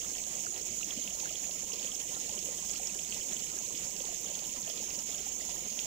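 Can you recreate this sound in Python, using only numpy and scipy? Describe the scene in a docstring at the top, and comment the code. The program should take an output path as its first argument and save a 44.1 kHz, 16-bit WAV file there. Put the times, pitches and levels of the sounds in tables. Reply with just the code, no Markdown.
"""A soft rush of water with low gurgles and sharp drips, running through a small overgrown ditch.
Trapped air rings as bubbles: big ones glug, tiny ones fizz, countless far ones blur into the rush.
Small splashes click, dry leaves tick and the banks throw back a short echo. Behind it all, insects
trill faintly in the grass and a far motor hums. Two microphone ports colour the sound differently;
the right one rings near 6.9 kHz."""
import sys
import numpy as np
from scipy import signal
from scipy.fft import rfft, irfft
from scipy.io import wavfile
from scipy.ndimage import uniform_filter1d

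SR = 44100
rng = np.random.default_rng(int(sys.argv[2]) if len(sys.argv) > 2 else 0)


def generate_wav(sig):
    """Save sig (samples, or channels by samples) to the path in sys.argv[1] as 16-bit PCM at SR."""
    pcm = np.round(np.clip(np.atleast_2d(sig).T, -1, 1) * 32767).astype(np.int16)
    wavfile.write(sys.argv[1], SR, pcm)


N = 258426
PORT_LAG_S = -0.00028  # the water spills over on the right, so the right port hears it first
SURGE_TIMES = np.arange(0, N / SR + .01, .01)  # seconds

# The big glugs. Each row: start in seconds, relative level in dB, pitch in Hz, cycles to the peak.
GLUGS = [(0.046, -39, 1290, 2), (0.156, -43, 1820, 3), (0.465, -28.5, 1420, 2.3), (0.610, -38.5, 435, 1.6),
         (0.809, -35, 1300, 1.8), (0.872, -39.5, 250, 0.71), (0.973, -29.5, 232, 0.58),
         (0.987, -44, 302, 0.58), (0.988, -40, 573, 1.1), (0.997, -35, 273, 0.55), (1.231, -37.5, 865, 1.5),
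         (1.256, -29, 1490, 2.4), (1.273, -39, 1610, 2.8), (1.304, -43, 1230, 2.5), (1.309, -41, 640, 1.7),
         (1.7, -42, 1045, 3.4), (1.732, -38.5, 423, 1.3), (1.741, -43, 1010, 2.2), (1.772, -42, 460, 1.3),
         (1.844, -40, 490, 1.9), (2.094, -44, 480, 1.6), (2.292, -43, 830, 2.6), (2.319, -43, 530, 1.8),
         (2.33, -42, 410, 1.6), (2.339, -42, 980, 2.2), (2.375, -38.5, 387, 1.5), (2.441, -42, 450, 2.2),
         (2.484, -37, 506, 1.8), (2.625, -44, 940, 2.2), (2.744, -43, 1320, 2.6), (2.798, -38.5, 746, 1.7),
         (2.820, -42.5, 510, 1.4), (2.950, -43, 1700, 2.9), (2.955, -41, 390, 1.4), (3.167, -47, 950, 2.2),
         (3.197, -43, 1810, 3), (3.273, -47, 1090, 2.3), (3.573, -40.5, 1600, 3.5),
         (3.705, -41.5, 403, 1.9), (3.707, -42, 1040, 1.8), (3.742, -38, 284, 0.71), (4.004, -39, 520, 2.2),
         (4.040, -43, 820, 2), (4.048, -41, 394, 1.5), (4.087, -41, 690, 2.1), (4.124, -42.5, 640, 2.6),
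         (4.244, -40, 1150, 2.4), (4.436, -46, 926, 2.1), (4.675, -41, 670, 1.9), (4.698, -39.5, 630, 1.7),
         (4.801, -41, 465, 1.5), (4.826, -43, 850, 2), (5.052, -57, 1520, 2.2), (5.089, -40, 414, 1.1),
         (5.202, -40, 393, 1.4), (5.266, -39, 780, 1.7), (5.408, -37, 1950, 3), (5.489, -45, 680, 2.2),
         (5.563, -41, 1820, 3), (5.719, -41, 226, 1.1)]


def gurgling(churn, glug_db=-4):
    """Air folded under by the current rings as bubbles: round glugs, deep gurgles, a light trickle."""
    s, db, hz, cycles = np.transpose(GLUGS)
    glugs = bubbles(s, db + glug_db, hz, cycles, rise=0.0053)
    deep = swarm(churn, follow=0.15, band_hz=(165, 470), spread_db=-1.0,
                 cycles=1.15, rise=0.017, scatter_s=0.00011, count=1000)
    middle = swarm(churn, follow=0.24, band_hz=(303.2, 723), spread_db=1.0,
                   cycles=1.4, rise=0.025, scatter_s=0.000073, count=1300)
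    trickle = swarm(churn, follow=0.43, band_hz=(839, 1812), spread_db=1.5,
                    cycles=9.9, rise=0.0078, scatter_s=0.00008, count=320)
    return glugs + gain_of(-56.5) * deep + gain_of(-57) * middle + gain_of(-63.5) * trickle


# Close, bright plinks. Each row: start in seconds, relative level in dB, pitch in Hz, cycles to the peak.
PLINKS = [(0.047, -39, 3200, 1.4), (0.1520, -36.5, 3020, 1.3), (0.1836, -38.5, 2790, 1.1),
          (0.2390, -34, 3820, 1.5), (0.562, -35, 3200, 0.96), (0.83, -34, 2700, 2.1),
          (0.9078, -29.5, 3220, 1.6), (1.0247, -40, 3180, 2), (1.0768, -30, 2900, 0.89),
          (1.2010, -43, 2470, 1.6), (1.279, -42, 3190, 1.2), (1.2935, -35.5, 2960, 0.99),
          (1.3563, -33.5, 3270, 1.7), (1.4422, -41, 2430, 1.7), (1.72, -38, 2880, 3.1),
          (1.8298, -38.5, 2840, 1.4), (1.8452, -37.5, 2960, 1.9), (1.8736, -36, 3050, 2.1),
          (1.9178, -36.5, 3170, 2.4), (1.9570, -36, 3500, 1.0), (2.1500, -32, 3900, 1.9),
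          (2.759, -34, 2840, 0.65), (2.832, -41, 2500, 1.5), (2.8965, -39, 2500, 1.2),
          (2.9919, -31.5, 3080, 0.84), (3.1241, -30.5, 2880, 1.55), (3.3216, -37.5, 3200, 1.4),
          (3.3650, -39, 3270, 1.6), (3.7518, -36, 3300, 1.4), (4.0045, -33, 3270, 0.96),
          (4.3520, -35, 3370, 1.6), (4.677, -39.5, 2970, 1.4), (4.698, -38.5, 3160, 1),
          (4.776, -35, 3790, 1.6), (5.1455, -37.5, 3230, 2.1), (5.2071, -51, 3580, 1.1),
          (5.791, -24.5, 3250, 0.74)]


def dripping(ring_db=-1, slap_db=-11):
    """Near drops slap the surface; each traps a bubble that rings for an instant."""
    s, db, hz, cycles = np.transpose(PLINKS)
    rings = bubbles(s, db + ring_db, hz, cycles, rise=0.0069)
    slaps = bubbles(s, db + slap_db, hz, cycles=0.075, rise=0)
    return rings + slaps


# Crisp little splashes. Each row: start in seconds, level in dB, pitch of the first click in Hz.
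SPLASH_HITS = [(0.1836, -34, 4700), (1.2013, -32, 4200), (1.3667, -40, 5130), (1.511, -32.5, 4340),
               (1.7342, -31, 5230), (2.0013, -35, 4380), (2.2927, -34, 4700), (2.3910, -33.5, 5000),
               (2.511, -50, 4900), (2.6956, -33, 4780), (2.7345, -35, 4570), (2.764, -36, 4580),
               (2.872, -31, 5530), (3.323, -50, 4650), (3.3958, -34, 4500), (3.965, -35, 4570),
               (4.3928, -33, 4420), (4.6986, -32.5, 4940), (4.778, -33, 4260), (4.904, -33, 4850),
               (5.126, -40, 4100), (5.181, -35, 5100), (5.4952, -34, 4830), (5.7924, -33, 4850),
               (5.7975, -40, 4100)]


def splashing(gap_s=0.0014, fall_db=8, pitch_spread=0.68, count=4):
    """A small splash is one sharp click and a few lower droplets, each later and weaker than the last."""
    s, db, hz = np.transpose(SPLASH_HITS)[:, :, None]
    wait, pitch = rng.random((len(s), 2, count)).transpose(1, 0, 2)
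    order = np.arange(count)
    is_droplet = order > 0
    s = s + gap_s * np.cumsum(is_droplet * (.5 + wait), axis=1)
    db = db - fall_db * np.sqrt(order)
    hz = hz * np.exp(-pitch_spread * pitch * is_droplet)
    return bubbles(s.ravel(), db.ravel(), hz.ravel(), cycles=1.0, rise=0.0016)


# Tiny bubbles popping. Each row: start in seconds, relative level in dB, pitch in Hz.
POPS = [(0.3518, -22, 6430), (0.844, -21, 6330), (1.226, -25, 6300), (1.7574, -31, 6300),
        (2.712, -20, 6350), (2.852, -30, 6670), (3.144, -26, 6900), (3.587, -22, 6500), (4.353, -25, 6500),
        (4.9885, -20, 5760), (5.144, -25, 6600), (5.798, -24, 6400)]


def fizzing(splash, spray, pop_db=-17.5):
    """Small bubbles burst over a patter of far droplets and a fine fizz."""
    s, db, hz = np.transpose(POPS)
    pops = bubbles(s + 0.001018, db + pop_db, hz, cycles=3.5, rise=0.0015)
    patter = swarm(splash, follow=0.28, band_hz=(2172, 3660), spread_db=4.5,
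                   cycles=1.9, rise=0.0027, scatter_s=0.0001, count=1400)
    crackle = swarm(splash, follow=0.23, band_hz=(2994, 5040), spread_db=7.0,
                    cycles=1.52, rise=0.0029, scatter_s=0.00032, count=900)
    fizz = swarm(spray, follow=0.21, band_hz=(5720, 10750), spread_db=2.5,
                 cycles=2.33, rise=0.013, scatter_s=0.000276, count=4000)
    sparkle = swarm(spray, follow=0.96, band_hz=(9400, 16200), spread_db=13.0,
                    cycles=0.47, rise=0.0026, scatter_s=0.000356, count=1100)
    return (pops + gain_of(-64.5) * patter + gain_of(-60) * crackle
            + gain_of(-57) * fizz + gain_of(-66.5) * sparkle)


def bubbles(s, db, hz, cycles, rise, lag_s=PORT_LAG_S):
    """Each bubble swells for `cycles` cycles, then rings out; `rise` bends its pitch upward."""
    length = int(np.clip(7 * np.max(cycles / hz) * SR, 32, 3000))
    index = (np.minimum(s, s + lag_s) * SR).astype(int)[:, None] + np.arange(length)
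    ports = []
    for start in (s, s + lag_s):
        turns = np.maximum(index / SR - start[:, None], 0) * hz[:, None]
        age = turns / np.reshape(cycles, (-1, 1))
        envelope = gain_of(db)[:, None] * age * np.exp(1 - age)
        ring = envelope * np.sin(2 * np.pi * turns * (1 + rise * age))
        ports.append(np.bincount(np.maximum(index, 0).ravel(), ring.ravel(), N)[:N])
    return np.array(ports)


def swarm(swell, follow, band_hz, spread_db, cycles, rise, scatter_s, count):
    """A cloud of bubbles at random moments and places, their levels riding the swell; rms 1."""
    when, size, pitch, sustain, place = rng.random((count, 5)).T
    s = when * N / SR
    db = spread_db * np.minimum(-np.log(1 - size), np.e) + follow * swell_at(swell, s)
    low_hz, high_hz = band_hz
    hz = low_hz * (high_hz / low_hz) ** pitch
    lag_s = PORT_LAG_S + scatter_s * (2 * place - 1)
    return unit_rms(bubbles(s, db, hz, cycles * (.5 + sustain), rise, lag_s))


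# The tone of the water bed. Each row: frequency in Hz, noise density in dB.
RUSH_SPECTRUM = [(20, -118), (34, -95.5), (50, -67), (75, -72), (100, -89.5), (145, -79.5), (180, -76.5),
                 (400, -88), (750, -91), (1450, -90.5), (2000, -90.5), (3000, -91), (4000, -87),
                 (6500, -92.5), (15000, -89)]
# Its stereo image. Each row: frequency in Hz, likeness of the two ports from 0 (wide) to 1 (focused).
RUSH_LIKENESS = [(50, 1), (200, 0.96), (450, 0.3), (1000, 0.62), (1400, 0.94), (1750, 1), (2100, 0),
                 (3100, 0.56), (4500, 0.53), (9000, 0)]


def rush(churn, splash, spray, patchy_db=1.5, flicker_db=0.97):
    """Countless far bubbles merge into noise that swells and flickers in patches."""
    frames, hz = N // 256 + 5, np.fft.rfftfreq(1024, 1 / SR)
    t = np.arange(frames) * 256 / SR
    noise = rng.standard_normal((5, frames, 513))
    left, unrelated = noise[0] + 1j * noise[1], noise[2] + 1j * noise[3]
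    patches = unit_rms(uniform_filter1d(uniform_filter1d(noise[4], size=4, axis=0), size=14, axis=1))
    flicker = unit_rms(uniform_filter1d(rng.standard_normal(frames), size=3))
    likeness = curve_at(RUSH_LIKENESS, hz)
    lag_s = PORT_LAG_S * np.clip(hz / 400, 0, 1) ** 2  # the deep rumble comes from all sides
    right = likeness * left * np.exp(-2j * np.pi * hz * lag_s) + np.sqrt(1 - likeness ** 2) * unrelated
    lows = np.clip((2200 - hz) / 600, 0, 1) * np.clip(hz / 1000, 0, 1)
    highs = np.clip((hz - 4800) / 1000, 0, 1)
    mids = (1 - highs) * np.clip((hz - 1200) / 800, 0, 1)
    swell_db = sum(np.outer(swell_at(swell, t), band)
                   for swell, band in ((churn, lows), (splash, mids), (spray, highs)))
    movement = gain_of(swell_db + patchy_db * patches + flicker_db * flicker[:, None])
    colour = gain_of(curve_at(RUSH_SPECTRUM, hz))
    spectra = np.array([left, right]) * colour * movement
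    _, bed = signal.istft(spectra.swapaxes(1, 2), nperseg=1024, noverlap=768)
    return np.sqrt(np.mean(colour ** 2) * SR / 2) * unit_rms(bed[:, :N])


def surge(wander_db, slow_hz, fast_hz, events=(), lift_db=0, lift_s=.05, count=30):
    """The flow's swell, in dB about its mean: it wanders by chance and lifts around any given events."""
    rates = np.geomspace(slow_hz, fast_hz, count)[:, None]
    waves = np.sin(2 * np.pi * (rates * SURGE_TIMES + rng.random((count, 1))))
    swell = wander_db * unit_rms(waves.sum(0))
    for s, db, *_ in events:
        size = gain_of(db - np.max(events, axis=0)[1])  # relative to the loudest event
        swell = swell + lift_db * size * np.exp(-.5 * ((SURGE_TIMES - s) / lift_s) ** 2)
    return swell - swell.mean()


# Needle-fine accents in the foliage. Each row: start in seconds, relative level in dB.
LEAF_ACCENTS = [(4.2153, -31), (4.4707, -29)]


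def leaves(leaf_db=-2, leaf_hz=14500):
    """Dry leaves and stalks tick, very short and high."""
    s, db = np.transpose(LEAF_ACCENTS)
    return bubbles(s + 0.00076, db + leaf_db, np.full(len(s), leaf_hz), cycles=2.9, rise=0)


# Insects that never pause. Each row: pitch in Hz, bandwidth in Hz, level in dB.
STEADY_TRILLS = [(6420, 166, -60.5), (6810, 100, -68), (7290, 310, -63.5)]
# Insects in bouts. Each row: start in seconds, seconds until the fade-out, pitch in Hz, level in dB.
TRILL_BOUTS = [(0, 0.48, 8260, -57), (0, 0.81, 7730, -60.5), (1.714, 1.65, 8100, -56.5),
               (2.55, 1.63, 7710, -59), (4.903, 0.61, 8000, -63)]


def insects(bout_width_hz=350, attack_s=0.14, release_s=0.13, likeness=0.53):
    """Distant trills blur into narrow bands, partly alike at both ports; bouts swell, hold and fade."""
    t = np.arange(N) / SR
    songs = [(hz, width, gain_of(db)) for hz, width, db in STEADY_TRILLS]
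    for start, length, hz, db in TRILL_BOUTS:
        attack = np.clip((t - start) / attack_s, 0, 1) if start > attack_s else 1  # already singing
        release = np.clip(1 - (t - start - length) / release_s, 0, 1)
        songs.append((hz, bout_width_hz, gain_of(db) * attack * release))
    chorus = np.zeros((2, N))
    for hz, width, level in songs:
        direct, scattered = narrow_noise(hz, width), narrow_noise(hz, width)
        chorus += level * np.array([direct, likeness * direct + np.sqrt(1 - likeness ** 2) * scattered])
    return chorus


def motor(hum_hz=54, hum_db=-67):
    """A far motor's unsteady hum, dead centre."""
    return gain_of(hum_db) * narrow_noise(hum_hz, width_hz=0.66)


def banks(x, t60_s, echo_db):
    """The banks and leaves scatter a short echo, different at each port."""
    t = np.arange(SR // 8) / SR
    taps = rng.standard_normal((2, len(t))) * (rng.random((2, len(t))) < .1)  # sparse reflections
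    taps *= (t > .0008) * gain_of(-60 * t / t60_s)  # pre-delay and decay
    taps /= np.linalg.norm(taps, axis=1, keepdims=True)
    return x + gain_of(echo_db) * signal.oaconvolve(x, taps, axes=1)[:, :N]


def narrow_noise(hz, width_hz):
    """A narrow band of noise, heard as a wavering tone; rms 1."""
    f = np.fft.rfftfreq(N, 1 / SR)
    return unit_rms(irfft(rfft(rng.standard_normal(N)) / (1 + ((f - hz) / (.5 * width_hz)) ** 2), N))


def gain_of(db):
    """Decibels to amplitude."""
    return 10 ** (np.asarray(db) / 20)


def unit_rms(x):
    """Scales to rms 1."""
    return x / np.sqrt(np.mean(x ** 2) + 1e-20)


def curve_at(points, hz):
    """Reads a curve on a log-frequency axis."""
    f, value = np.transpose(points)
    return np.interp(np.log(hz + 1), np.log(f + 1), value)


def swell_at(swell, s):
    """Reads a swell at the times s, in dB."""
    return np.interp(s, SURGE_TIMES, swell)


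def scene():
    """The mix: bubbles and drips echo between the banks, over a bed of rush, insects and hum."""
    churn = surge(wander_db=3.0, slow_hz=3, fast_hz=24.17)
    splash = surge(wander_db=1.5, slow_hz=2, fast_hz=16, events=PLINKS, lift_db=1.0, lift_s=0.072)
    spray = surge(wander_db=-1.14, slow_hz=7.9, fast_hz=40.7, events=POPS, lift_db=1.5, lift_s=0.022)
    gurgles = banks(gurgling(churn), t60_s=0.042, echo_db=-11)
    far = banks(fizzing(splash, spray) + leaves(), t60_s=0.03, echo_db=-4)
    near = banks(dripping() + splashing(), t60_s=0.042, echo_db=-7)
    return gurgles + near + far + rush(churn, splash, spray) + insects() + motor()


# The EQ of each microphone port. Each row: frequency in Hz, gain in dB.
LEFT_EQ = [(200, -4), (750, 2), (1500, -1.5), (3000, 1.5), (4000, -6.5), (4700, -3.5), (5000, -2),
           (5400, -3), (6200, -6), (7300, 2.5), (10600, 3), (12900, -10.5), (13600, -12), (15400, -31.5)]
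RIGHT_EQ = [(200, -3.5), (750, 3.5), (1500, 0), (3100, 8), (3800, 1), (5000, 6), (5400, 14.5), (5850, 15),
            (6300, 18), (6900, 22), (8000, 7), (8800, -7), (10000, -13.5), (12800, -3.5), (14400, 6)]


def record(dry, cutoff_hz=15600):
    """Each microphone port adds its own resonances; a steep low-pass then trims the top."""
    hz = np.fft.rfftfreq(4096, 1 / SR)
    log_gain = np.log(gain_of([curve_at(LEFT_EQ, hz), curve_at(RIGHT_EQ, hz)]))
    mirrored = np.concatenate([log_gain, log_gain[:, -2:0:-1]], axis=1)
    response = np.exp(np.conj(signal.hilbert(mirrored)))  # minimum phase: a port rings after a click
    impulses = np.fft.ifft(response).real[:, :2048]
    coloured = signal.oaconvolve(dry, impulses, axes=1)[:, :N]
    lowpass = signal.firwin(511, cutoff_hz, window=("kaiser", 9), fs=SR)
    return signal.oaconvolve(coloured, lowpass[None], "same", axes=1)


dry = scene()
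out = record(dry)
generate_wav(out)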